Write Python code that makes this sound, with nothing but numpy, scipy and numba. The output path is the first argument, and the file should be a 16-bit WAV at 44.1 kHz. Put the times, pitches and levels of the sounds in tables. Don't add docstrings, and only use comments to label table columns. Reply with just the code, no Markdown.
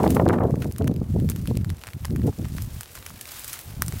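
import sys
import numpy as np
from scipy import signal
from scipy.fft import rfft, irfft
from scipy.io import wavfile
from scipy.ndimage import uniform_filter1d
from numba import njit

SR = 44100
rng = np.random.default_rng(int(sys.argv[2]) if len(sys.argv) > 2 else 0)


def generate_wav(signal):
    frames = np.transpose(np.atleast_2d(signal))
    scaled = np.clip(frames, -1, 1) * 32767
    pcm = np.round(scaled).astype(np.int16)
    wavfile.write(sys.argv[1], SR, pcm)


def elevation(decibels):
    levels = np.asarray(decibels, float)
    return 10 ** (levels / 20)


N = 176400


def unit(x):
    return x / np.sqrt(np.mean(x ** 2))


def curve(rows, column):
    rows = np.array(rows, float)
    return np.interp(np.arange(N) / SR, rows[:, 0], rows[:, column])


def colour(x, points):
    hz, db = np.array(points, float).T
    f = np.maximum(np.arange(N // 2 + 1) * SR / N, 1)
    gain = elevation(np.interp(np.log(f), np.log(hz), db))
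    return irfft(rfft(x) * gain, N)


@njit
def svf(x, hz, k):
    y, b, l = np.empty((3, len(x))), 0., 0.
    for i in range(len(x)):
        g = np.tan(np.pi * hz[i] / SR)
        v = (b + g * (x[i] - l)) / (1 + g * (g + k))
        low = l + g * v
        y[0, i], y[1, i], y[2, i] = low, k * v, x[i] - k * v - low
        b, l = 2 * v - b, 2 * low - l
    return y


def low_pass(x, hz, k):
    return svf(x, hz, k)[0]


def band_pass(x, hz, k):
    return svf(x, np.full(len(x), float(hz)), k)[1]


def walk(rate):
    k = int(SR / rate)
    steps = np.repeat(rng.standard_normal(N // k + 1), k)
    return unit(uniform_filter1d(uniform_filter1d(steps, k), k)[:N])


def fade(x, seconds):
    return signal.lfilter([1], [1, -np.exp(-1 / (seconds * SR))], x)


# start [t/s], length [t/s], buffeting [level/dB], share of
# quick small eddies [level/dB]
WIND_PUFFS = [(0, 0.016, -20, 3), (0.02, 0.064, -17.5, -2.5), (0.074, 0.079, -19, -9.5),
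              (0.147, 0.075, -19, -2.5), (0.213, 0.041, -17, -10.5), (0.26, 0.037, -16, -8.5),
              (0.293, 0.059, -18.5, 4), (0.355, 0.035, -20.5, -0.5), (0.4, 0.049, -19.5, -1.5),
              (0.448, 0.023, -16, -7.5), (0.478, 0.034, -24, -5), (0.518, 0.027, -17, -14),
              (0.554, 0.077, -24.5, -11), (0.642, 0.067, -25.5, -12.5), (0.731, 0.051, -32, -18),
              (0.797, .13, -20.5, -11), (0.94, 0.1, -25, -15.5), (1.044, 0.043, -33, -14.5),
              (1.092, 0.048, -22, -23.5), (1.139, 0.16, -20.5, -17), (1.296, 0.17, -28, -19.5),
              (1.478, 0.057, -22, -17.5), (1.543, 0.1, -23.5, -20), (1.663, 0.076, -24, -20.5),
              (1.748, 0.053, -43, -25), (1.866, 0.041, -42.5, -20.5), (1.943, 0.032, -30.5, -22.5),
              (2.006, 0.086, -31, -30), (2.096, 0.17, -23.5, -19), (2.235, 0.061, -20, -7.5),
              (2.296, 0.016, -24, -20), (2.317, 0.048, -42.5, -21), (2.384, 0.094, -27.5, -15.5),
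              (2.493, 0.15, -30.5, -25.5), (2.606, 0.079, -31.5, -26.5), (2.708, 0.095, -34.5, -33),
              (2.958, 0.061, -44.5, -31), (3.094, 0.093, -45, -21), (3.656, 0.097, -38.5, -33),
              (3.769, 0.12, -31, -26.5), (3.879, 0.02, -27, -16.5), (3.92, 0.069, -30.5, -24)]


def puffs():
    sag_db_per_s, edge = 26, int(0.011 * SR)
    power, quick = np.full(N, 1e-7), np.full(N, -2e-6)
    for s, length, db, share_db in WIND_PUFFS:
        start, stop = max(int(s * SR), 0), min(int((s + length) * SR), N)
        from_middle_s = np.arange(start, stop) / SR - s - length / 2
        power[start:stop] += elevation(2 * db)
        quick[start:stop] += elevation(2 * db) * (share_db - sag_db_per_s * from_middle_s)

    def soften(x):
        return uniform_filter1d(uniform_filter1d(x, edge), edge)
    return soften(np.sqrt(power)), soften(quick) / soften(power)


# time [t/s], added share of quick eddies [level/dB]
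WHIPS_OF_AIR = [(0.042, 5), (0.066, 6.5), (.078, 5), (0.123, 3.5), (.168, 7.5), (.183, 3), (.198, 9.5),
                (0.207, 4.5), (.265, 8.5), (.281, 3.5), (0.297, 9), (.362, 5), (.386, 5.5), (.409, 6),
                (0.462, 0), (.542, 7.5), (.656, 7.5), (0.812, 6.5), (.866, 5.5), (0.921, 3.5), (1.016, 7),
                (1.031, 7.5), (1.165, 7), (1.437, 10), (1.512, 9.5), (1.572, 7), (2.28, 4.5), (2.395, 4),
                (2.55, 9.5), (3.94, 7.5)]


def whips():
    kick = np.zeros(N)
    s, db = np.array(WHIPS_OF_AIR).T
    kick[(s * SR).astype(int)] = db
    t = np.arange(-1024, 1025) / SR
    rise = np.exp(-(t / 0.0041) ** 2)
    return signal.fftconvolve(kick, rise, "same"), kick * rng.choice([-1, 1], N)


def wind():
    eddy_hz, pitch_db_per_db, waver_db = 588, 0.6838, 1.0
    flutter_db, flutter_per_s, port_hz = 2, 55, 78
    breeze_db, breeze_hz = -52, 72.2
    gain, share_db = puffs()
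    whip_db, kick = whips()
    gain = gain * elevation(0.19 * whip_db)
    share_db = share_db + whip_db
    hz = np.clip(eddy_hz * elevation(pitch_db_per_db * share_db + waver_db * walk(90)), 40, 3000)

    flutter = rng.standard_normal(N) * elevation(flutter_db * walk(flutter_per_s))
    push = (flutter + 1.94 * kick) / np.sqrt(hz)
    edges = low_pass(push, hz, 1.75)
    edges = low_pass(edges, 2.88 * hz, 1.33)
    edges = low_pass(edges, 3.96 * hz, 1.21)
    sharp_edges = elevation(-2.5 + 3.82 * walk(300)) * edges
    eddies = low_pass(edges, 1.84 * hz, 2.08) + sharp_edges

    port = np.full(N, float(port_hz))
    eddies = svf(eddies, port, 1.0)[2]
    eddies = svf(eddies, 0.58 * port, 2.24)[2]
    slow = np.sqrt(uniform_filter1d(eddies ** 2, int(.028 * SR)) + 1e-12)

    lull = band_pass(rng.standard_normal(N), breeze_hz, 0.72)
    lull = low_pass(lull, np.full(N, 130.), 0.79)
    return eddies / slow * gain + unit(lull) * elevation(breeze_db + 1.7 * walk(12))


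# time [t/s], level [level/dB]
BRUSHING_LEVEL = [(0, -46.5), (.18, -52.5), (.41, -62.5), (.62, -55.5), (.95, -61.5), (1.1, -59),
                  (1.39, -51.5), (1.7, -58.5), (2.35, -54), (2.6, -50), (2.88, -48), (3.2, -49.5),
                  (3.32, -42.5), (3.55, -41.5), (3.7, -48.5), (3.8, -51.5), (3.86, -47), (4, -44)]
# frequency [f/Hz], density [level/dB per Hz]
SEED_HEAD_SPECTRUM = [(180, -40), (300, -18), (484, -9), (877, -5), (1220, -3.5), (6680, -6), (13100, -4),
                      (15500, -2.5)]


def ticks(rate):
    spread_db, top_db, level_db, decay_s = 3, 13, -5, 0.0028
    size_db = np.minimum(spread_db * rng.exponential(size=N), top_db)
    hits = (rng.random(N) < rate / SR) * elevation(size_db)
    return elevation(level_db) * fade(uniform_filter1d(hits, size=24), decay_s)


def rustle():
    swish_db, swell_db, rustle_db = 1.2, 0.9, 2
    swell = swell_db * walk(23.84)
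    wide = ticks(100)
    out = 0
    for hz in (900, 2500, 6000, 12500):
        rough = rng.standard_normal(N) * (1 + wide + ticks(180))
        out = out + band_pass(rough, hz, 1.32) * elevation(swish_db * walk(30.43) + swell)
    return unit(colour(out, SEED_HEAD_SPECTRUM)) * elevation(curve(BRUSHING_LEVEL, 1) + rustle_db)


# frequency [f/Hz], density [level/dB per Hz]
AIR_SPECTRUM = [(90, -27), (220, 4), (700, 0.5), (1500, -11), (2500, -18), (4000, -52)]


def open_air():
    hiss = unit(colour(rng.standard_normal(N), AIR_SPECTRUM))
    return elevation(-56.5) * hiss * elevation(1.8 * walk(7.55))


# time [t/s], peak [level/dB], woody body re peak [level/dB], tail
# [level/dB]
BREAKING_STEMS = [(0.0317, -22.5, -7.5, -5), (0.0764, -21, -2, -22), (0.104, -11.5, -17.5, -5.5),
                  (0.1475, -18, -15, -5), (0.2543, -32, 6, -33), (0.2879, -18, 2, -13), (0.3282, -32, 9, 6),
                  (0.435, -35, 1, -24), (0.5075, -34.5, -1, -29), (0.5559, -31.5, -4, -17),
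                  (0.6201, -25.5, -4.5, -4.5), (0.7222, -19, -28, -20), (0.7613, -31.5, -4, -34),
                  (0.7821, -14.5, -19, -19), (0.843, -29.5, 0, -30), (0.8771, -18, -4, -39),
                  (0.914, -35, -4, -33), (0.939, -32, -10, -32), (0.962, -31.5, -3, -34),
                  (1.199, -28, -7.5, -13), (1.2983, -8, -23, -12), (1.3606, -17.5, -16, -17),
                  (1.4732, -19.5, -6.5, -14), (1.553, -34, -4, -15), (1.571, -16.5, -13, -34),
                  (1.6455, -26.5, 0, -35), (1.7009, -20.5, -7, -18.5),
                  (1.814, -35, -4, -20), (1.8362, -27, 2.5, -20), (1.8696, -22.5, -12, -8),
              (1.9026, -32.5, -8, -2), (1.933, -28, -3, -20), (2.0517, -13, -14.5, -16),
              (2.1, -33, -6, -27), (2.1604, -24.5, -3, -19), (2.267, -27, -15.5, 8),
              (2.3512, -42, -11, -33), (2.451, -31, -1.5, -28), (2.4842, -25, -17, -13),
              (2.566, -26, -14, -1), (2.582, -30.5, -4, -8), (2.6204, -16.5, -31, -9),
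              (2.8081, -16, -12, -17), (2.8317, -19, -12.5, -37), (2.952, -22.5, -11.5, -1),
              (2.988, -28, -19, -30), (3.0629, -18.5, -8, -11), (3.2106, -14.5, -17.5, -13),
              (3.2764, -33, -4, -6), (3.358, -23, -17, -8), (3.444, -16.5, -25, -7),
              (3.4784, -14.5, -39, -4), (3.5302, -8.5, -26, -10), (3.5897, -18.5, -18, -7),
              (3.8202, -0.5, -14.5, -21.5), (3.862, -16, -36, -25), (3.881, -10.5, -23.5, -16),
              (3.923, -18.5, -7.5, -20)]
# time [t/s], peak [level/dB]
THIN_TWIGS = [(.279, -25), (.644, -25), (.712, -31.5), (.873, -24), (1.289, -22.5), (1.317, -27.5),
              (1.456, -28.5), (1.846, -33), (1.878, -34), (2.106, -31.5), (3.69, -40), (3.706, -35.5),
              (3.54, -27), (3.996, -22)]


def snaps():
    crack_s, body_s, tail_s, creak_s, lag_s = 0.00099, 0.00061, 0.015, 0.0054, 0.0008
    body_hz, body_spread, body_width = 1570, 0.27, 1.1
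    snap_db, body_gain_db, tail_gain_db = -5.5, 9.5, -4
    twigs = [(s, db, -5, -26) for s, db in THIN_TWIGS]
    rows = np.array(BREAKING_STEMS + twigs, float)
    out = np.zeros(N + 4096)
    t = (np.arange(2048) - 512) / SR
    creak_and_tail = np.exp(np.where(t > 0, -t / tail_s, t / creak_s - .7))
    chance = rng.standard_normal((len(rows), 3, 2048))
    for (s, db, body_db, tail_db), (a, b, c) in zip(rows, chance):
        uneven_db = 2.7 * np.repeat(c[:32], 64)
        shiver = elevation(tail_db + tail_gain_db + uneven_db) * creak_and_tail

        crack = a * (np.exp(-t / crack_s) * np.clip(t / 0.000051, 0, 1) + shiver)
        crack = band_pass(crack, 10500 * np.exp(0.057 * np.tanh(c[40])), 1.3)

        knock = b * (np.exp(-t / body_s) * (t > 0) + 0.58 * shiver)
        knock = band_pass(knock, body_hz * np.exp(body_spread * np.tanh(c[41])), body_width)

        body_gain = elevation(min(body_db, -4) + body_gain_db)
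        both = crack / np.abs(crack).max() + body_gain * knock / np.abs(knock).max()
        i = int((s + lag_s) * SR)
        out[i:i + 2048] += elevation(db + snap_db) * both
    return out[512:N + 512]


# time [t/s], peak [level/dB], pitch [f/Hz]
STALK_KNOCKS = [(0.789, -39, 1800), (.822, -35.5, 2500), (.857, -45, 2200), (1.001, -45, 3500),
                (1.043, -45, 3000), (1.505, -37.5, 2500), (1.612, -40.5, 2000), (1.694, -35, 3000),
                (1.749, -46, 1500), (1.769, -37, 9500), (1.783, -37.5, 1170), (1.793, -42, 6000),
                (1.821, -38, 2500), (1.837, -29, 900), (1.861, -39, 1100), (1.87, -27, 900),
                (1.879, -31, 1300), (1.887, -32, 1080), (1.995, -45, 1500), (2.004, -41.5, 2580),
                (2.041, -43, 1800), (2.048, -25.5, 1200), (2.053, -24.5, 784), (2.082, -39, 1100),
                (2.197, -38, 1300), (2.218, -37.5, 1900), (2.233, -42, 3580), (2.328, -39, 1500),
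                (2.387, -36, 4500), (2.446, -37, 900), (2.455, -34.5, 800), (2.583, -26.5, 830),
                (2.858, -35, 2500), (2.915, -37, 12100), (2.975, -33.5, 990), (3.026, -35, 2200),
                (3.104, -33, 1320), (3.175, -44, 11000), (3.195, -37, 2000), (3.255, -29.5, 3200),
                (3.319, -27, 10000), (3.395, -24, 9000), (3.495, -26, 13500), (3.555, -31, 11000)]


def knocks():
    decay_s, width, level_db = .001, .8, 2.5
    out, t = np.zeros(N + 1024), np.arange(1024) / SR
    chance = rng.standard_normal((len(STALK_KNOCKS), len(t)))
    for (s, db, hz), noise in zip(STALK_KNOCKS, chance):
        tap = band_pass(noise * np.exp(-t / decay_s), hz, width)
        i = int(s * SR)
        out[i:i + len(t)] += elevation(db + level_db) * tap / np.abs(tap).max()
    return out[:N]


def scene():
    return (wind() + rustle() + open_air() + snaps() + knocks())[None]


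def band_limit(x):
    return signal.sosfilt(signal.butter(12, 16650, fs=SR, output="sos"), x)


def record(dry):
    top_cut = signal.ellip(5, .3, 30, 15700, fs=SR, output="sos")
    mix = signal.sosfilt(top_cut, dry)
    return band_limit(mix)


dry = scene()
out = record(dry)
generate_wav(out)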